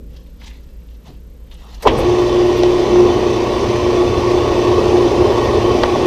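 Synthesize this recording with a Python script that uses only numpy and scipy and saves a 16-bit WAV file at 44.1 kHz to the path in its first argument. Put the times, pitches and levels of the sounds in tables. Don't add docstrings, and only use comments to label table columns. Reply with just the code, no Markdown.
import sys
import numpy as np
from scipy import signal
from scipy.fft import rfft, irfft
from scipy.io import wavfile
from scipy.ndimage import uniform_filter1d

SR = 44100
rng = np.random.default_rng(int(sys.argv[2]) if len(sys.argv) > 2 else 0)


def output_pcm(signal):
    pcm = np.clip(np.atleast_2d(signal).T, -1, 1) * 32767
    wavfile.write(sys.argv[1], SR, np.round(pcm).astype(np.int16))


def voltage_ratio(decibels):
    exponent = np.asarray(decibels, float) / 20
    return 10 ** exponent


N = 267246
T = np.arange(N) / SR
HZ = np.fft.rfftfreq(N, 1 / SR)

# (frequency [Hz], density [dB per Hz])
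AIR_SPECTRUM = [(12, -31.5), (25, 1), (32, -6), (50, -3.5), (75, -9), (92, -24), (180, -15.5), (361, -27.5),
                (532, -26), (665, -41.5), (3000, -49.5), (8000, -54), (12000, -61.5), (15000, -57.5)]
AIR_DB, FAN_DB, FAN_HZ = -37.5, -37.5, 56.3
STIR_DB, STIR_S = 9.5, 0.1

# (time [s], level [dB], centre [Hz], t60 [s])
CATCHES = [(.021, -32, 81, 0.31), (.161, -49, 4400, .09), (.2625, -55, 3400, .045), (.4145, -43, 2100, .07),
           (.416, -51, 1000, .07), (.457, -45, 5500, .15), (.509, -46, 2250, .082), (.63, -58, 5000, .06),
           (.816, -57, 2750, .045), (.886, -54, 3420, .045), (.945, -56, 4400, .065), (1.07, -51, 850, .12),
           (1.076, -39.5, 317, .28), (1.078, -38, 120, 0.35), (1.4715, -56, 3050, .032),
           (1.5123, -43.5, 3050, .055), (1.5135, -57, 11800, .045), (1.541, -53, 8200, .045),
           (1.621, -47, 980, .55), (1.646, -55, 10200, .045), (1.7425, -45, 5100, .07),
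           (1.7445, -55, 10800, .085)]
# (time [s], level [dB], centre [Hz], t60 [s])
ENGAGING = [(1.8205, -43, 11000, 0.093), (1.8215, -34, 4770, .15), (1.822, -32.5, 1880, 0.12),
            (1.8225, -30, 800, .2), (1.826, -24, 480, 0.36), (1.851, -19, 45.8, .85),
            (1.8535, -13.5, 700, .22), (1.867, -16, 2640, 0.16), (1.873, -30, 4970, 0.085),
            (1.901, -38, 3350, 0.067), (1.951, -19.5, 156, 0.31), (1.982, -38, 10200, .13)]
# (time [s], level [dB], centre [Hz], t60 [s])
CHIPS = [(1.8205, -42, 13300, .07), (1.8235, -40, 8600, .07), (1.971, -42, 8750, .065),
         (2.206, -55, 14330, .11), (2.441, -56, 13200, .11), (2.491, -57, 13200, .085),
         (2.561, -47, 13200, 0.12), (3.601, -38, 6050, 0.091), (4.661, -56, 14100, .11),
         (5.311, -50, 13100, .085), (5.371, -55, 12100, .085), (5.437, -48, 12100, .065),
         (5.837, -27, 1950, 0.11)]
# (time [s], level [dB], centre [Hz], t60 [s])
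SNAPS = [(2.6335, -17.5, 3500, 0.015), (2.958, -24, 900, .03), (5.321, -20, 900, .03),
         (5.8338, -13, 2800, .022), (5.8351, -36, 10000, .014), (5.8353, -10, 900, 0.034)]
CATCH_SHAPE = (0.74, 0.043)
ENGAGE_SHAPE = (0.79, .04)
CHIP_SHAPE = (0.24, .1)
SNAP_SHAPE = (1.46, .025)

# (loudest [s], rustle [dB], dull part re rustle [dB], rise [s], fade [s])
STROKES = [(.162, -54, -3.5, 0.065, 0.11), (.272, -62, -7, .015, .04), (.418, -47.5, -3, 0.016, .06),
           (.48, -46, -9, 0.076, .14), (.71, -67, -12, 0.046, 0.1), (.95, -60.5, -4, .18, .04),
           (1.078, -46.5, 0.5, 0.041, 0.08), (1.514, -49, -7, .004, 0.095), (1.67, -52.5, 1, 0.2, 0.15),
           (1.754, -46.5, -5, 0.068, 0.053), (1.82, -44, 3, 0.026, .1)]
STROKE_RANGE_DB = 30
# (frequency [Hz], density [dB per Hz])
CLOTH_SPECTRUM = [(1200, -10), (1400, 8.5), (2410, -8), (2730, 0), (3800, -2), (6260, -10.5), (8500, -21.5),
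                  (11800, -25), (15000, -27)]

# (time [s], low ring [dB], mid ring [dB], tick [dB], ring pitch factor [ratio])
CLUTCH_BLOWS = [
    (1.8513, -7, -9, -34, .95),
    (1.8543, 1, -20, -26, 1.05),
    (1.865, -10, -1, -20.5, .85),
    (1.871, -4, 3.5, -22.5, 1.05),
    (1.882, -5.5, -19, -17.5, 0.84),
]
# (time [s], low ring [dB], mid ring [dB], tick [dB], ring
KNOCKS = [(1.9, 0, -14, -31, 0.8), (1.986, -4.5, -12, -28, 1.22), (2.6336, -18, -1, -12, 0.65),
          (2.957, -15, -4.5, -27, 0.77), (3.104, -33, -5, -29, 0.76), (4.858, -11, -11, -30, 0.74),
          (5.321, -28, -4, -26, 0.85), (5.8346, -14, 3.5, -1.5, .9), (5.957, -11, -1, -22, 0.68),
          (6.056, -11, -17, -19, 1.0)]
CLUTCH_RING_LENGTH, KNOCK_RING_LENGTH = 1, 0.59
# (frequency [Hz], level [dB], t60 [s])
LOW_MODES = [(418, -1.5, 0.086), (305, -10, 0.1)]
MID_MODES = [(950, 6, 0.02), (1114, -20.5, 0.057), (710, 0.5, 0.025)]
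TICK_MODES = [(1950, -8.5, 0.057), (2450, -1, 0.0073), (3050, 1.5, 0.0078), (3660, -2.5, 0.0058),
              (4600, -8, .009), (5700, -12, .008)]

# (frequency [Hz], density [dB per Hz])
CASTING_SPECTRUM = [(12, -52), (20, -26), (111, -16), (178, -24.5), (319, -13.5), (400, -8), (511, -15),
                    (1110, -18.5), (1310, -33), (1590, -35), (2620, -30), (5850, -38), (7100, -47.5),
                    (15000, -71)]
PANEL_HZ = [42, 82, 108, 159, 209, 262, 350, 450, 545, 870, 1110, 1430, 1870]
COVER_HZ = [2270, 2585, 3065, 3504, 4080, 4655, 5104, 5711, 6105, 9200, 9330, 10400, 13500, 13720, 14190,
            15100]
# (width [Hz], level over casting [dB])
RESONANCES = [(6, 9.1), (12.96, 12.5), (10, 8), (5, 6.2), (7.95, 14.7), (8.4, 9.3), (40.3, 5.14),
              (74.4, 5.3), (23.1, 3.9), (139, 1), (55.556, 5.8), (44, 4), (185, 7.1), (80, 3.47), (90, 3.4),
              (50, 6.7), (59.7, 8.8), (50, 1.8), (45, 6.2), (25, 9.3), (120, 3), (60, 10), (90, 6),
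              (60, 5.5), (900, 1.5), (2000, 8.3), (74, 3), (70, 2.5), (900, 4)]
LAYER_EDGES_HZ = [150, 1350, 6800]
# (trim [dB], share of load [ratio], jolt at start [dB], settling [s])
LAYERS = [
    (-0.14, 1.9, 3.5, .3),
    (-0.55, 0.8, -0.5, .1),
    (-0.66, .25, -6.5, 0.078),
    (0.1, .45, -4, .1),
]
# (time [s], load [dB])
LOAD = [(1.9, 0.5), (2.3, -3.5), (2.8, -0.3), (3.3, -1.4), (3.75, -1.5), (4.3, -0.2), (4.6, 0.8), (5.0, 2),
        (5.6, 1), (6.06, 2)]
RATTLE_DB, START_S, LUMPY_DB, LUMPS_HZ = -16, 1.88, 2, 3.1

SHAFT_HZ, HUM_HZ, SLOT_HZ = 29.752, 120.03, 1132.5
SHAFT_ORDERS = [1, 2, 6, 8, 10, 11, 13, 14, 18, 20]
SHAFT_DB = [-41, -35, -43.5, -54, -34, -28.5, -31, -47, -37.5, -41.5]
HUM_ORDERS = [1, 2, 5, 6]
HUM_DB = [-29, -32.5, -36, -41.5]
DRONE_SIDEBANDS = [1, 2, 3]
DRONE_SIDE_DB = [-32.5, -33.5, -39]
SLOT_SIDEBANDS = [-3, -1, 0, 1, 2, 3]
SLOT_DB = [-61, -38.5, -40, -46.5, -52, -51]

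DRONE_DB, DRONE_START_S, BEAT_PEAK_S, SETTLE_S = -18.5, 2.01, 3.0, 3.17
STARTING_DB, STARTING_DEPTH, RUNNING_DEPTH = 5.5, 0.21, 0.18
# (time [s], level change [dB], half length [s])
SURGES = [(2.303, -5.5, 0.035), (2.426, 2, .06), (2.57, -4.5, .03), (2.663, 3.5, 0.031),
          (2.87, -7.5, 0.048), (2.997, 3, 0.07), (3.187, -8, 0.021), (4.01, 3.5, .05), (5.223, 9, .04),
          (5.287, -5, 0.018), (5.665, 3.5, 0.034)]

SQUEAL_HZ, SQUEAL_DB, BEAD_DB = 9202, -64, 7.0
WHINE_HZ, WHINE_DB, WHINE_SHARE = 12407.6, -65, .47
FRAME_HZ, WHINE_MIDDLE_S, MIC_EDGE_HZ = 29.97, .0044, 15290


def evened(x):
    return x / np.sqrt(np.mean(x ** 2) + 1e-20)


def read(points):
    f, value = np.transpose(points)
    return np.interp(np.log(HZ + 1), np.log(f + 1), value)


def curves(rows):
    s, *columns = np.transpose(rows)
    return [np.interp(T, s, c) for c in columns]


def drift(top_hz):
    steps = N // 128 + 2
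    bin_hz = np.arange(steps // 2 + 1) / T[-1]
    slow = irfft(rfft(rng.standard_normal(steps)) * np.exp(-(bin_hz / top_hz) ** 2), steps)
    return np.interp(T, np.linspace(0, T[-1], steps), evened(slow))


def above(edge_hz):
    return 1 / (1 + (edge_hz / (HZ + 1)) ** 12)


def grit(per_s, spread_db, share):
    hits = rng.random(N) < per_s / SR
    sizes = voltage_ratio(spread_db * np.minimum(rng.exponential(1, N), 4))
    clicks = hits * sizes * rng.choice([-1, 1], N)
    share = np.clip(share, 0, 1)
    return np.sqrt(1 - share) * rng.standard_normal(N) + np.sqrt(share) * evened(clicks)


def patchy(x, patchy_db):
    z = signal.stft(x, nperseg=1024)[2]
    field = uniform_filter1d(rng.standard_normal(z.shape), size=4, axis=0)
    field = uniform_filter1d(field, size=7, axis=1)
    return signal.istft(z * voltage_ratio(patchy_db * evened(field)), nperseg=1024)[1][:N]


def add(mix, s, sound):
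    part = mix[round(s * SR):][:len(sound)]
    part += sound[:len(part)]


def power_on(start_s, rise_s):
    return np.sin(np.pi / 2 * np.clip((T - start_s) / rise_s, 0, 1)) ** 2


def tone(hz, db, waver_db=1.5, waver_rad=0.43):
    phase = 2 * np.pi * (hz * T + rng.random()) + waver_rad * drift(2.9)
    return np.sqrt(2) * voltage_ratio(db + waver_db * drift(4.3)) * np.sin(phase)


def workshop():
    air = evened(irfft(rfft(rng.standard_normal(N)) * voltage_ratio(read(AIR_SPECTRUM)), N))
    stirred = irfft(rfft(air) * (above(110) - above(620)), N)
    swell = voltage_ratio(STIR_DB * np.exp(-T / STIR_S) - 0.7)
    fan = tone(FAN_HZ, FAN_DB, waver_db=0.5, waver_rad=0.2)
    return voltage_ratio(AIR_DB) * (air + stirred * (swell - 1)) + fan


def scrapes():
    out, t = np.zeros(N), np.arange(SR // 4) / SR
    hz = np.fft.rfftfreq(len(t), 1 / SR)
    kinds = (CATCHES, CATCH_SHAPE), (ENGAGING, ENGAGE_SHAPE), (CHIPS, CHIP_SHAPE), (SNAPS, SNAP_SHAPE)
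    for table, (wide, quick) in kinds:
        for s, db, centre_hz, t60 in table:
            width_hz, rise_s = wide * centre_hz, quick * t60
            resonance = 1 / (1 + (2 * (hz - centre_hz) / width_hz) ** 4)
            puff = evened(irfft(rfft(rng.standard_normal(len(t))) * resonance, len(t)))
            decay = voltage_ratio(db - 60 * np.maximum(t - rise_s, 0) / t60)
            add(out, s, puff * np.minimum(t / rise_s, 1) * decay)
    return out


def rustle():
    drive = rfft(patchy(grit(900, 2.5, 0.21) * voltage_ratio(2.0 * drift(56)), patchy_db=3.0))
    bright = evened(irfft(drive * voltage_ratio(read(CLOTH_SPECTRUM)) * above(1760), N))
    dull = evened(irfft(drive * (above(570) - above(1210)), N))
    out = np.zeros(N)
    for s, db, dull_db, rise, fade in STROKES:
        distance = np.maximum((s - T) / rise, (T - s) / fade)
        out += voltage_ratio(db - STROKE_RANGE_DB / 2 * distance) * (bright + voltage_ratio(dull_db) * dull)
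    return out * (1 - power_on(1.815, .02))


def blows():
    out, t = np.zeros(N), np.arange(SR // 4) / SR
    rings = ((LOW_MODES, .002, .003), (MID_MODES, .0012, .001), (TICK_MODES, 0, .0004))  # (modes, delay s, rise s)
    rows = [(*row, CLUTCH_RING_LENGTH) for row in CLUTCH_BLOWS]
    rows += [(*row, KNOCK_RING_LENGTH) for row in KNOCKS]
    for s, *levels, pitch, length in rows:
        for level_db, (modes, delay, rise), k in zip(levels, rings, (pitch, pitch, 1)):
            ring = sum(voltage_ratio(db - 60 * t / (t60 * length)) * np.sin(2 * np.pi * f * k * t) for f, db, t60 in modes)
            add(out, s + delay, voltage_ratio(level_db) * ring * (1 - np.exp(-(t / rise) ** 2)))
    return out


def rattle():
    throb = 1 + 0.045 * np.sin(2 * np.pi * SHAFT_HZ * T + 0.55 * drift(1.8))
    drive = rfft(patchy(grit(1500, 3.8, 0.2) * throb * voltage_ratio(0.34 * drift(30)), patchy_db=1.48))
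    colour_db = read(CASTING_SPECTRUM)
    for f, (width_hz, db) in zip(PANEL_HZ + COVER_HZ, RESONANCES):
        colour_db = colour_db + db / (1 + (2 * (HZ - f) / width_hz) ** 2)
    steps = [1 + 0 * HZ] + [above(f) for f in LAYER_EDGES_HZ] + [0 * HZ]
    parts = [irfft(drive * voltage_ratio(colour_db) * (lo - hi), N) for lo, hi in zip(steps, steps[1:])]
    load_db, since = curves(LOAD)[0], np.maximum(T - START_S, 0)
    swells = [voltage_ratio(trim_db + share * load_db + jolt_db * np.exp(-(since / settle_s) ** 2))
              for trim_db, share, jolt_db, settle_s in LAYERS]
    swells[0] = swells[0] * voltage_ratio(LUMPY_DB * drift(LUMPS_HZ))
    scale = np.sqrt(np.mean(sum(parts) ** 2))
    running = sum(p * s for p, s in zip(parts, swells))
    return voltage_ratio(RATTLE_DB) / scale * running * power_on(1.85, 0.019)


def motor():
    lines = [(k * SHAFT_HZ, db) for k, db in zip(SHAFT_ORDERS, SHAFT_DB)]
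    lines += [(k * HUM_HZ, db) for k, db in zip(HUM_ORDERS, HUM_DB)]
    lines += [(12 * SHAFT_HZ + k * HUM_HZ, db) for k, db in zip(DRONE_SIDEBANDS, DRONE_SIDE_DB)]
    lines += [(SLOT_HZ + k * HUM_HZ, db) for k, db in zip(SLOT_SIDEBANDS, SLOT_DB)]
    return sum(tone(*line) for line in lines) * power_on(1.9, 0.044)


def squeal():
    phase = 2 * np.pi * np.cumsum(SQUEAL_HZ + 40 * drift(40)) / SR
    level_db = SQUEAL_DB + BEAD_DB * np.minimum(drift(16), 1.3)
    return voltage_ratio(level_db) * np.sin(phase) * power_on(2.0, .05)


def drone():
    starting = 1 - power_on(SETTLE_S, 0.066)
    depth = RUNNING_DEPTH + (STARTING_DEPTH - RUNNING_DEPTH) * starting
    drone_hz, partner_hz = 12 * SHAFT_HZ, 3 * HUM_HZ
    beat = abs(1 + depth * np.exp(2j * np.pi * (partner_hz - drone_hz) * (T - BEAT_PEAK_S)))
    surge_db = sum(db * np.exp(-((T - s) / half) ** 2) for s, db, half in SURGES)
    line = tone(drone_hz, DRONE_DB + STARTING_DB * starting + surge_db, waver_db=1.2, waver_rad=0.24)
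    flutter = voltage_ratio(1.5 * (1 - 0.84 * starting) * drift(25))
    return line * beat * flutter * power_on(DRONE_START_S, 0.077)


def scene():
    hand = scrapes() + rustle()
    machine = blows() + rattle() + motor() + squeal() + drone()
    return (workshop() + hand + machine)[None]


def top_cut(x):
    return signal.sosfilt(signal.butter(12, 15780, fs=SR, output="sos"), x)


def record(dry):
    gate = abs((FRAME_HZ * (T - WHINE_MIDDLE_S) + .5) % 1 - .5) < WHINE_SHARE / 2
    gate = uniform_filter1d(1. * gate, size=40)
    whine = np.sqrt(2) * voltage_ratio(WHINE_DB) * gate * np.sin(2 * np.pi * WHINE_HZ * T)
    limited = signal.oaconvolve(dry + whine, signal.firwin(801, MIC_EDGE_HZ, fs=SR)[None], "same")
    return top_cut(np.clip(limited, -1, 1))


dry = scene()
out = record(dry)
output_pcm(out)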